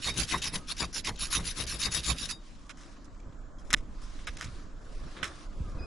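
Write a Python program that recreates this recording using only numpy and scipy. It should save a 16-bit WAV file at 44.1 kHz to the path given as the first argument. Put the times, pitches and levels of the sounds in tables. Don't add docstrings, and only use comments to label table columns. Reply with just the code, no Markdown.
import sys
import numpy as np
from scipy import signal
from scipy.io import wavfile
from scipy.ndimage import uniform_filter1d

SR = 44100
rng = np.random.default_rng(int(sys.argv[2]) if len(sys.argv) > 2 else 0)


def store_pcm(level_fs):
    pcm = np.round(np.clip(level_fs, -1, 1) * 32767).astype(np.int16)
    wavfile.write(sys.argv[1], SR, np.atleast_2d(pcm).T)


def gain_from_db(level_db):
    decades = np.asarray(level_db, float) / 20
    return 10 ** decades


N = 258409
T = np.arange(N) / SR


def evened(x):
    return x / np.sqrt(np.mean(x ** 2) + 1e-20)


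def curve(rows):
    s, *columns = np.transpose(rows)
    return [np.interp(T, s, column) for column in columns]


def read(points, hz):
    f, value = np.transpose(points)
    return np.interp(np.log(hz + 1), np.log(f + 1), value)


def colour(x, points):
    hz = np.fft.rfftfreq(4096, 1 / SR) + 1
    below = np.maximum(points[0][0] / hz, 1)
    above = np.maximum(hz / points[-1][0], 1)
    db = read(points, hz) - 18 * np.log2(below * above ** 3)
    log = np.log(gain_from_db(np.maximum(db, -100)))
    log = np.r_[log, log[-2:0:-1]]
    taps = np.fft.ifft(np.exp(log - 1j * signal.hilbert(log).imag)).real[:2048]
    taps = (taps / np.linalg.norm(taps)).reshape((1,) * (x.ndim - 1) + (-1,))
    return signal.oaconvolve(x, taps, axes=-1)[..., :N]


def ring(x, hz, width):
    r = np.exp(-np.pi * width / SR)
    return 2 * signal.lfilter([1 - r], [1, -r * np.exp(2j * np.pi * hz / SR)], x).real


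def resonate(x, hz, width):
    turn = np.exp(2j * np.pi * np.cumsum(hz * np.ones(N)) / SR)
    r = np.exp(-np.pi * width / SR)
    return 2 * (turn * signal.lfilter([1 - r], [1, -r], x / turn)).real


def drift(seconds):
    size = max(round(seconds * SR), 1)
    return evened(uniform_filter1d(uniform_filter1d(rng.standard_normal(N), size), size))


def grit(per_s, spread_db):
    size = gain_from_db(spread_db * np.minimum(rng.exponential(1, N), 4)) * rng.standard_normal(N)
    return evened(size * (rng.random(N) < per_s / SR))


def steadied(x, seconds):
    return x / np.sqrt(uniform_filter1d(x ** 2, max(round(seconds * SR), 2)) + 1e-12)


def mottled(x, patchy_db):
    z = signal.stft(x, nperseg=256)[2]
    patches = uniform_filter1d(rng.standard_normal(z.shape), 2, 0)
    patches = evened(uniform_filter1d(patches, 12, 1))
    return evened(signal.istft(z * gain_from_db(patchy_db * patches), nperseg=256)[1][:N])


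def bumps(s, db, rise, fall):
    coarse = T[::32]
    late = coarse - s[:, None]
    shape = np.exp(-(late / np.where(late < 0, rise, fall)) ** 2)
    power = (gain_from_db(db)[:, None] ** 2 * shape).sum(0)
    return np.interp(T, coarse, np.sqrt(power))


def swells(rows, rest_db):
    s, db, half = np.transpose(rows)
    return np.hypot(gain_from_db(rest_db), bumps(s, db, half[:, None], half[:, None]))


def pair(x, other_db, seconds):
    side = gain_from_db(other_db) * x * drift(seconds)
    return np.array([x + side, x - side])


# (frequency [Hz], likeness [0-1])
LIKENESS = [(60, 0.81), (170, 0.92), (500, 0.71), (1440, 0.49), (4140, 0.61), (11900, 1)]


def spread(points, patchy_db, flicker_db):
    frames, hz = N // 128 + 5, np.fft.rfftfreq(512, 1 / SR)
    a, b, c, d, patches = rng.standard_normal((frames, 257, 5)).T
    patches = evened(uniform_filter1d(uniform_filter1d(patches, 6, 0), 20, 1))
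    flicker = evened(uniform_filter1d(rng.standard_normal(frames), 4))
    same = np.clip(read(LIKENESS, hz), -1, 1)[:, None]
    left = a + 1j * b
    right = same * left + np.sqrt(1 - same ** 2) * (c + 1j * d)
    z = np.array([left, right]) * gain_from_db(patchy_db * patches + flicker_db * flicker)
    noise = signal.istft(z, nperseg=512, noverlap=384)[1][:, :N]
    return evened(colour(noise, points))


# (frequency [Hz], level per Hz [dB])
ROAD_TONE = [(24, -35.5), (40, 1), (118, -15), (295, -9), (429, -30.5), (583, -21.5), (810, -32),
             (1050, -21.5), (1270, -29.5), (2690, -74), (7040, -36.5), (8900, -44.5), (11000, -93.5),
             (14300, -107), (22000, -120)]


def road():
    return gain_from_db(-54.5) * spread(ROAD_TONE, 1.7, 0.34)


# (time [s], level [dB])
WIND_PRESSURE = [(0.0, -46.5), (0.88, -42.5), (1.03, -47.5), (1.22, -40), (1.89, -49), (1.97, -50),
                 (3.16, -47.5), (3.41, -42), (3.54, -46), (3.74, -37), (4.31, -40.5), (4.49, -47),
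                 (4.54, -37.5), (4.88, -47), (4.99, -37), (5.24, -55.5), (5.58, -37), (5.86, -38.5)]
# (time [s], level [dB], half length [s])
EDDIES = [(0.0, -53, 0.015), (0.55, -63, 0.046), (0.92, -55.5, .12), (1.33, -51, 0.075),
          (1.65, -47.5, 0.24), (3.28, -53, 0.08), (3.57, -52.5, 0.1), (3.78, -47, 0.054),
          (4.48, -50.5, 0.11), (4.86, -52.5, 0.15), (5.23, -50, 0.14), (5.67, -44, 0.051),
          (5.8, -43.5, 0.054)]
# (time [s], level [dB], frequency [Hz])
GUST_THUMPS = [(4.289, -31.5, 49), (4.528, -36, 59), (5.23, -39, 200), (5.565, -33, 14.5),
               (5.602, -28, 122), (5.609, -26, 56), (5.639, -32, 47), (5.678, -35, 104), (5.75, -30.5, 86),
               (5.791, -38, 38), (5.809, -29.5, 55), (3.738, -26, 180)]


def wind():
    buffet_db, = curve(WIND_PRESSURE)
    buffet = spread([(8, -7.5), (22, 11), (40, -5.0), (70, -25.5)], 0, 0.97)
    buffet = gain_from_db(buffet_db) * buffet * gain_from_db([[-1.2], [1.2]])
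    flutter = spread([(45, -3.5), (70, -4), (140, -8.0), (320, -15.0), (700, -25.0)], 3.9, 1.1)
    flutter = swells(EDDIES, -73.5) * flutter
    thumps = np.zeros(N)
    for s, db, hz in GUST_THUMPS:
        late = T - s
        thumps += gain_from_db(db) * np.sin(2 * np.pi * hz * late) * np.exp(-(late * hz - .5) ** 2 * 3)
    return buffet + flutter + thumps


# (time [s], level [dB])
SLEEVE_MOVES = [
    (0, -51),
    (.5, -51.5),
    (.6, -61.5),
    (.75, -55.5),
    (1.15, -61),
    (1.25, -52),
    (2.3, -51.5),
]
# (time [s], level [dB])
JACKET_MOVES = [(2.3, -42), (2.34, -70), (2.47, -59.5), (2.72, -67.5), (2.89, -62), (3.1, -69.5),
                (3.41, -73), (3.62, -79), (3.78, -85.5), (4.04, -57), (4.6, -58), (4.72, -70.5), (4.9, -61),
                (5.14, -56.5), (5.44, -55.5), (5.48, -66), (5.68, -63.5), (5.78, -64.5)]
# (frequency [Hz], level per Hz [dB])
CLOTH_TONE = [(880, -13.5), (1500, -2), (2480, -4), (3810, -4.5), (5440, -5), (8620, -15.5), (9910, -12),
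              (11200, -40.5), (12000, -36.5), (15600, -70), (22000, -120)]


def jacket():
    sleeve_db, = curve(SLEEVE_MOVES)
    jacket_db, = curve(JACKET_MOVES)
    move_db = np.where(T < JACKET_MOVES[0][0], sleeve_db, jacket_db)
    return gain_from_db(move_db) * spread(CLOTH_TONE, 1.6, 1.2)


# (time [s], level [dB], half length [s])
WEIGHT_SHIFTS = [(2.33, -60, 0.079), (2.85, -60, 0.13), (3.28, -60, 0.3), (3.62, -61, 0.12),
                 (4.2, -59, 0.39), (4.55, -56.5, 0.14), (4.87, -59, 0.16), (5.13, -54, 0.14),
                 (5.28, -49.5, 0.085), (5.45, -56, 0.39), (5.79, -51, 0.086)]
# (frequency [Hz], level per Hz [dB])
SNOW_TONE = [(190, -21), (330, 4.5), (399, -3), (604, 0), (846, -6.5), (1220, 0), (1430, -5), (1660, -5.5),
             (2600, -28.5), (3380, -76), (5720, -120)]


def snow():
    return swells(WEIGHT_SHIFTS, -67) * gain_from_db(-1.5) * spread(SNOW_TONE, 2.1, 1.2)


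# (time [s], length [s], bite level [dB], place of hardest bite [0-1], blade shimmer against bite [dB])
SAW_STROKES = [(0.011, 0.11, -32, 0.56, -52), (0.153, 0.11, -31.5, 0.49, -15),
               (0.274, 0.11, -33.5, .36, -48.5), (0.417, 0.091, -33, 0.31, -20),
               (0.52, 0.046, -34, 0.7, -18), (0.671, 0.065, -37, 0.58, -24),
               (0.768, 0.074, -32.5, 0.58, -35), (0.931, 0.082, -33.5, 0.52, -19.5),
               (1.04, 0.066, -33.5, .48, -38.5), (1.184, 0.12, -35.5, 0.33, -7),
               (1.302, 0.089, -28.5, 0.54, -16), (1.431, 0.098, -34.5, 0.58, -12.5),
               (1.55, 0.11, -35.5, .48, -24), (1.661, 0.12, -35.5, 0.4, -7), (1.788, 0.1, -30.5, 0.47, -47),
               (1.908, 0.11, -31, 0.43, -7.5), (2.029, 0.11, -30, .56, -22.5),
               (2.148, 0.13, -37.5, 0.65, -45), (2.277, 0.041, -36, 0.65, -41)]


def strokes():
    drag_db = -69
    arch_db = 52
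    land_db, lift_db = 17, 19
    bite = np.full(N, gain_from_db(drag_db)) * (T < SAW_STROKES[-1][0])
    for s, length, db, top, _ in SAW_STROKES:
        way = (T - s) / length
        ends_db = np.interp(way, [-.03, .14, .86, 1.04], [land_db, 0, 0, lift_db])
        arch = arch_db * (np.clip(way, .14, .86) - top) ** 2
        bite += gain_from_db(db - arch - ends_db) * (way > -.03) * (way < 1.04)
    return bite


# (time [s], bite level [dB], fall [s])
TOOTH_GRABS = [(.032, -41.5, .012), (.143, -45.5, 0.0049), (0.175, -35, .015), (0.199, -33.5, 0.0047),
               (0.321, -34, 0.0042), (.375, -40.5, 0.014), (0.421, -32.5, 0.0055), (.443, -32.5, 0.0059),
               (.47, -35.5, 0.013), (.558, -33, 0.0065), (0.576, -46, .012), (.685, -42, .01),
               (.713, -35, 0.0065), (0.768, -45, 0.0083), (0.804, -35, 0.0044), (.84, -38.5, .012),
               (0.931, -46, 0.0039), (.947, -39, 0.0064), (1.047, -39, 0.0097), (1.089, -34, 0.0072),
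               (1.161, -46, 0.0048), (1.178, -46.5, 0.0056), (1.197, -39, 0.0077), (1.307, -39.5, .01),
               (1.329, -33, 0.0064), (1.351, -26, 0.0054), (1.401, -46.5, .012), (1.569, -41, 0.0099),
               (1.668, -40, .006), (1.792, -41.5, 0.0096), (1.86, -29, 0.0049), (1.918, -39, 0.011),
               (1.95, -31.5, 0.0063), (2.034, -42, 0.011), (2.103, -27.5, 0.0063), (2.185, -36.5, 0.0081),
               (2.255, -36.5, 0.0058), (2.299, -34.5, 0.0053), (2.313, -35.5, 0.009), (2.334, -52.5, 0.014)]


def teeth_bite():
    s, grab_db, fall = np.transpose(TOOTH_GRABS)
    return np.hypot(strokes(), bumps(s, grab_db, .002, fall[:, None]))


def torn_fibres(bite):
    teeth_per_s = 420
    speed = np.clip(bite / gain_from_db(-33), .1, 2) ** 0.27
    turns = np.cumsum(teeth_per_s * speed * (1 + .25 * drift(0.0032))) / SR
    tooth = .35 + np.exp(-(turns % 1) / .28) * gain_from_db(2.6 * drift(.0035))
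    tear = tooth * (rng.standard_normal(N) + .07 * grit(1500, 1.5))
    return steadied(mottled(tear, 3.8), .024)


# (frequency [Hz], level [dB], time to fall 60 dB [s])
BLADE_TONES = [(1610, -15, .04), (2620, -19, .03), (3750, -13, .06), (4240, -17, .025), (4800, -16, .03),
               (5390, -15, .03), (6010, -17, .03), (6890, -17, .025), (9875, -7, .045), (10500, -12, .03),
               (11190, -13, .03)]


def blade(drive, catch_s, pull):
    low_db = np.where(pull, -13.5, -12)
    high_db = np.transpose(SAW_STROKES)[-1]
    steel = 0
    for hz, db, t60 in BLADE_TONES:
        grip_db = np.interp(T, catch_s, low_db if hz < 8000 else high_db) + 10.0
        grip_db += 6.0 * np.tanh(drift(.05))
        tone = ring(drive * gain_from_db(grip_db), hz, 2.6 / t60)
        steel = steel + gain_from_db(db) * tone * np.sqrt(t60 * SR / 7)
    return steel


# (frequency [Hz], level per Hz [dB])
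THUD_TONE = [(250, 1), (500, -8), (800, -6.5), (1050, 1), (1400, -9.5), (2000, -6.5), (3000, -25.5)]


def branch_thud(tear, catch_s, thud_db):
    catches = steadied(.4 * grit(200, 2.5) + tear, .03)
    return colour(catches * bumps(catch_s, thud_db, 0.017, 0.013), THUD_TONE)


# (frequency [Hz], width [Hz], level [dB])
STEM_TONES = [(57.3, 12, 6.5), (107, 47, -5), (161.7, 6.9, 0), (248, 3.9, -33.5), (282, 23, -40)]


def stem_shudder(catch_s, pull, stem_db):
    jolt = rng.standard_normal(N) + 0.32 * grit(60, 3.0)
    shake = evened(sum(gain_from_db(db) * ring(jolt, hz, width) for hz, width, db in STEM_TONES))
    delay_s = np.where(pull, 0.0014, 0.0012)
    return shake * bumps(catch_s + delay_s, stem_db, 0.025, 0.041)


# (time [s], wood thud level [dB], stem shudder level [dB])
STROKE_CATCHES = [(0.085, -38, -38.5), (0.189, -47.5, -33), (0.346, -31, -35.5), (0.464, -46, -43),
                  (0.557, -41, -38.5), (0.717, -48.5, -50.5), (0.83, -34.5, -41), (0.973, -43.5, -52),
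                  (1.093, -37.5, -37.5), (1.234, -50, -46.5), (1.388, -40, -36), (1.469, -51.5, -45.5),
                  (1.609, -41, -37.5), (1.749, -48.5, -42.5), (1.868, -36.5, -38.5), (1.964, -44, -39.5),
                  (2.104, -39.5, -35), (2.229, -58.5, -42), (2.314, -49, -51.5)]
# (frequency [Hz], level per Hz [dB])
RASP_TONE = [(700, -26.5), (1200, -10), (2000, -6), (3400, -3.5), (5400, -3.5), (7000, -6), (7800, -11),
             (8700, -15), (9300, -13), (10000, -2.5), (10800, -9), (11400, -15.5), (12000, -36),
             (12600, -34.5)]


def saw():
    catch_s, thud_db, stem_db = np.transpose(STROKE_CATCHES)
    pull = np.arange(len(catch_s)) % 2 == 0
    bite = teeth_bite()
    tear = torn_fibres(bite)
    drive = tear * bite * gain_from_db(-2.5)
    rasp = colour(drive + gain_from_db(-5.5) * blade(drive, catch_s, pull), RASP_TONE)
    thud = branch_thud(tear, catch_s, thud_db)
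    stem = stem_shudder(catch_s, pull, stem_db)
    return pair(rasp + thud, -9.5, 0.012) + pair(stem, -43.5, 0.057)


# (time [s], frequency [Hz], level [dB], time to fall 60 dB [s])
FREE_RINGS = [(.07, 3750, -30, .22), (.168, 3750, -34, .16), (.298, 3750, -36, .12), (.325, 3750, -32, .25),
              (.422, 3720, -38, .3), (.555, 3750, -35, .05), (.8, 3750, -36, .1), (.828, 3700, -34, .08),
              (1.335, 3750, -33, .15), (1.61, 3750, -38, .1), (1.945, 3750, -33, .2),
              (2.185, 3750, -39, .1), (2.228, 3750, -37, .15), (.197, 6050, -34, .03),
              (.474, 4950, -38, .08), (.927, 5600, -41, .05), (2.09, 5390, -33, .1), (.21, 9875, -36, .08),
              (.552, 9875, -39, .14), (1.07, 9875, -36, .09), (1.328, 9875, -31, .22),
              (1.497, 9875, -38, .1), (1.565, 9875, -41, .2), (1.81, 9875, -39, .2), (2.08, 9875, -35, .2),
              (2.25, 9875, -41, .08), (5.2296, 3000, -22, .012), (5.2296, 1500, -26, .015),
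              (.585, 1260, -53, .6), (1.158, 3900, -46, .05), (1.28, 1250, -52, .3), (1.82, 3750, -31, .27),
              (1.858, 4800, -33, .05), (2.075, 3750, -33, .2), (2.3, 3750, -40, .25),
              (2.298, 4800, -33, .15), (2.305, 5390, -40, .1), (2.3, 8100, -42, .08), (2.31, 6700, -42, .1),
              (2.305, 9875, -45, .15), (3.7386, 3800, -12, .01), (2.697, 1480, -44, .09),
              (3.198, 2350, -61, .07), (3.586, 3250, -59, .08), (3.7386, 2000, -10, .012),
              (3.7386, 7000, -12, .012)]


def plinks():
    out, waver = np.zeros(N), .22 * drift(.004)
    for s, hz, db, t60 in FREE_RINGS:
        span = slice(round(s * SR), round((s + t60) * SR))
        late = np.maximum(T[span] - s, 0)
        swell = gain_from_db(db - 60 * late / t60) * np.minimum(late / (t60 / 40), 1)
        out[span] += swell * np.sin(2 * np.pi * hz * late + waver[span])
    return pair(out * gain_from_db(1.5 * drift(0.01)), -10.5, .004)


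# (time [s], break level [dB], treble against body [dB],
# crackle length [s], crackle against break [dB])
TWIG_SNAPS = [(2.694, -36.5, -6.5, 0.023, 2.5), (3.7045, -25, -5.5, 0.014, -5.5),
              (3.723, -40, -25, 0.0092, 6), (3.7297, -17.5, 4, 0.01, -3.5),
              (3.7394, -11.5, -3.5, 0.0045, 2), (3.745, -9.5, -14, 0.0023, -4.5),
              (4.2702, -32.5, -9.5, 0.023, 7.5), (4.37, -38.5, 1, 0.0056, 4),
              (4.4108, -21.5, -4, 0.0047, -14.5), (4.418, -35, -5, 0.015, 3),
              (4.4275, -28.5, -7, 0.015, -7), (4.443, -35.5, -0.5, 0.013, 1.5), (4.46, -44, -6, 0.017, 2),
              (4.476, -40, -15, .004, -4), (4.487, -44, -13, .004, -4), (5.189, -34.5, -23, 0.056, -8),
              (5.2292, -21, -13, 0.0033, -1), (5.2324, -26.5, -9, 0.027, 0.5),
              (5.236, -27.5, -11, 0.0035, -6), (5.243, -25, -2.5, 0.0033, -1),
              (5.2483, -30, -4, 0.0044, -2), (5.263, -40, -8, .006, -4), (5.256, -37.5, -3.5, 0.036, 2)]
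# (time [s], level [dB], treble against body [dB], length [s])
TWIG_BRUSHES = [(2.666, -64, 9, 0.01), (2.772, -49, 0, 0.11), (3.045, -65.5, 12, 0.02),
                (3.146, -58, -4, 0.006), (3.202, -56.5, -1, 0.006), (3.325, -55, -13, 0.015),
                (3.585, -58, 4.5, 0.039), (3.649, -59, 3, 0.095), (3.766, -43.5, -2.5, 0.029),
                (3.806, -49, -4, 0.0071), (4.018, -60.5, 14, 0.044), (4.19, -47.5, -25, 0.016),
                (4.385, -42, -1, 0.03), (5.167, -38.5, -28, 0.021), (5.353, -61, 12, .012),
                (5.697, -61, 7, 0.0072)]
# (frequency [Hz], level per Hz [dB])
TWIG_BODY = [(400, -12), (850, -13.5), (1250, 0), (2000, -0.5), (2800, -5.5), (3700, -4.5), (4100, -7.5),
             (4500, -29.5), (6000, -25.5)]
# (frequency [Hz], level per Hz [dB])
TWIG_TREBLE = [(3600, -12.5), (4600, -25.5), (5000, -5), (5800, -8.5), (7100, -10.5), (8700, -18),
               (10300, -16.5), (11300, -26), (12000, -30), (14000, -60)]


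def twigs():
    body, top = np.zeros((2, N)), np.zeros((2, N))
    t = np.arange(6000) / SR
    brushes = [(*row, 0) for row in TWIG_BRUSHES]
    for s, db, treble_db, length, crackle_db in TWIG_SNAPS + brushes:
        pan_db = -1.5 + 4 * rng.standard_normal()
        chance, pick = rng.standard_normal(len(t)), rng.random(len(t))
        crack = chance * gain_from_db(-60 * t / .006)
        fibres = chance * (0.47 + 1.6 * (pick < .04))
        crackle = gain_from_db(crackle_db) * np.exp(-(t / length) ** 3.4) * fibres
        sound = gain_from_db(db + np.array([[pan_db], [-pan_db]]) / 2) * (crack + crackle)
        k = round(s * SR)
        body[:, k:k + len(t)] += sound[:, :N - k]
        top[:, k:k + len(t)] += gain_from_db(treble_db) * sound[:, :N - k]
    out = colour(body, TWIG_BODY) + colour(top, TWIG_TREBLE)
    return gain_from_db(-7.0) * out * (1 + gain_from_db(-11.5) * drift(0.0021) * [[1], [-1]])


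# (time [s], frequency [Hz], level [dB])
SNOW_CREAK = [
    (5.64, 1330, -64),
    (5.672, 1210, -55),
    (5.7, 1180, -58),
    (5.73, 1130, -59),
    (5.745, 1120, -68),
]


def boot_creak():
    hz, db = curve(SNOW_CREAK)
    on = (T > SNOW_CREAK[0][0]) & (T < SNOW_CREAK[-1][0])
    return on * gain_from_db(db) * steadied(resonate(rng.standard_normal(N), hz, 14), .02)


# (time [s], frequency [Hz], level [dB], octave level [dB])
BOOT_SQUEAK = [
    (5.776, 2716, -74, -85),
    (5.782, 2600, -65, -80),
    (5.79, 2515, -60, -68),
    (5.798, 2487, -58, -61),
    (5.812, 2445, -65, -58),
    (5.826, 2480, -59, -58),
    (5.84, 2535, -54, -57),
    (5.85, 2490, -57, -61),
    (5.859, 2480, -59, -64),
]


def boot_squeak():
    hz, db, octave_db = curve(BOOT_SQUEAK)
    turn = 2 * np.pi * np.cumsum(hz * (1 + .004 * drift(.003))) / SR
    on = np.clip((T - BOOT_SQUEAK[0][0]) / 0.011, 0, 1) * gain_from_db(2.0 * drift(0.0037))
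    return on * np.sqrt(2) * (gain_from_db(db) * np.sin(turn) + gain_from_db(octave_db) * np.sin(2 * turn))


def scene():
    air = road() + wind()
    body = jacket() + snow() + boot_creak() + boot_squeak()
    return air + body + saw() + plinks() + twigs()


# (frequency [Hz], level per spectrum line [dB])
FAINTEST_KEPT = [(3000, -112), (7000, -107), (8300, -96), (10500, -105), (11500, -89.5), (12500, -93)]


def without_hidden(x):
    hz, t, z = signal.stft(x, SR, nperseg=2048, noverlap=1024)
    power = abs(z) ** 2
    band_db = 10 * np.log10(uniform_filter1d(power, 12, 1).mean(0) + 1e-20)
    near_db = 10 * np.log10(uniform_filter1d(power, 180, 1).mean(0) + 1e-20)
    hiding_db = read([(2200, 27), (2600, 13), (6400, 13), (6600, 10)], hz)[:, None]
    limit_db = np.maximum(read(FAINTEST_KEPT, hz)[:, None], near_db - hiding_db)
    limit_db += 5.0 * evened(uniform_filter1d(rng.standard_normal(limit_db.shape), 12, 0))
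    keep = np.clip((band_db - limit_db) / 3 + .5, 0, 1)
    z = z * np.where(hz[:, None] > 450, keep, 1)
    return signal.istft(z, SR, nperseg=2048, noverlap=1024)[1][:, :N]


# (time [s], length [s], lowest frequency lost [Hz])
TREBLE_GAPS = [(.41, .007, 7500), (.922, .006, 6500), (1.03, .012, 7000), (1.156, .008, 9000),
               (1.168, .02, 7500), (1.645, .008, 8000), (1.657, .009, 3500), (3.695, .009, 7500),
               (3.718, .007, 7000), (3.751, .006, 1500), (4.25, .018, 7500), (4.357, .01, 6500),
               (4.376, .007, 7000), (4.39, .004, 6500), (4.403, .004, 5500), (4.413, .005, 7000),
               (5.21, .012, 7000)]


def with_gaps(x):
    hz, t, z = signal.stft(x, SR, nperseg=128)
    gap = sum((hz[:, None] > above_hz) & (t > s) & (t < s + length) for s, length, above_hz in TREBLE_GAPS)
    return signal.istft(z * np.where(gap > 0, .03, 1), SR, nperseg=128)[1][:, :N]


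def top_cut(x):
    return signal.sosfilt(signal.butter(12, 12530, fs=SR, output="sos"), x)


def record(dry):
    peak = .95
    mix = with_gaps(without_hidden(dry))
    return top_cut(peak * np.tanh(mix / peak))


dry = scene()
out = record(dry)
store_pcm(out)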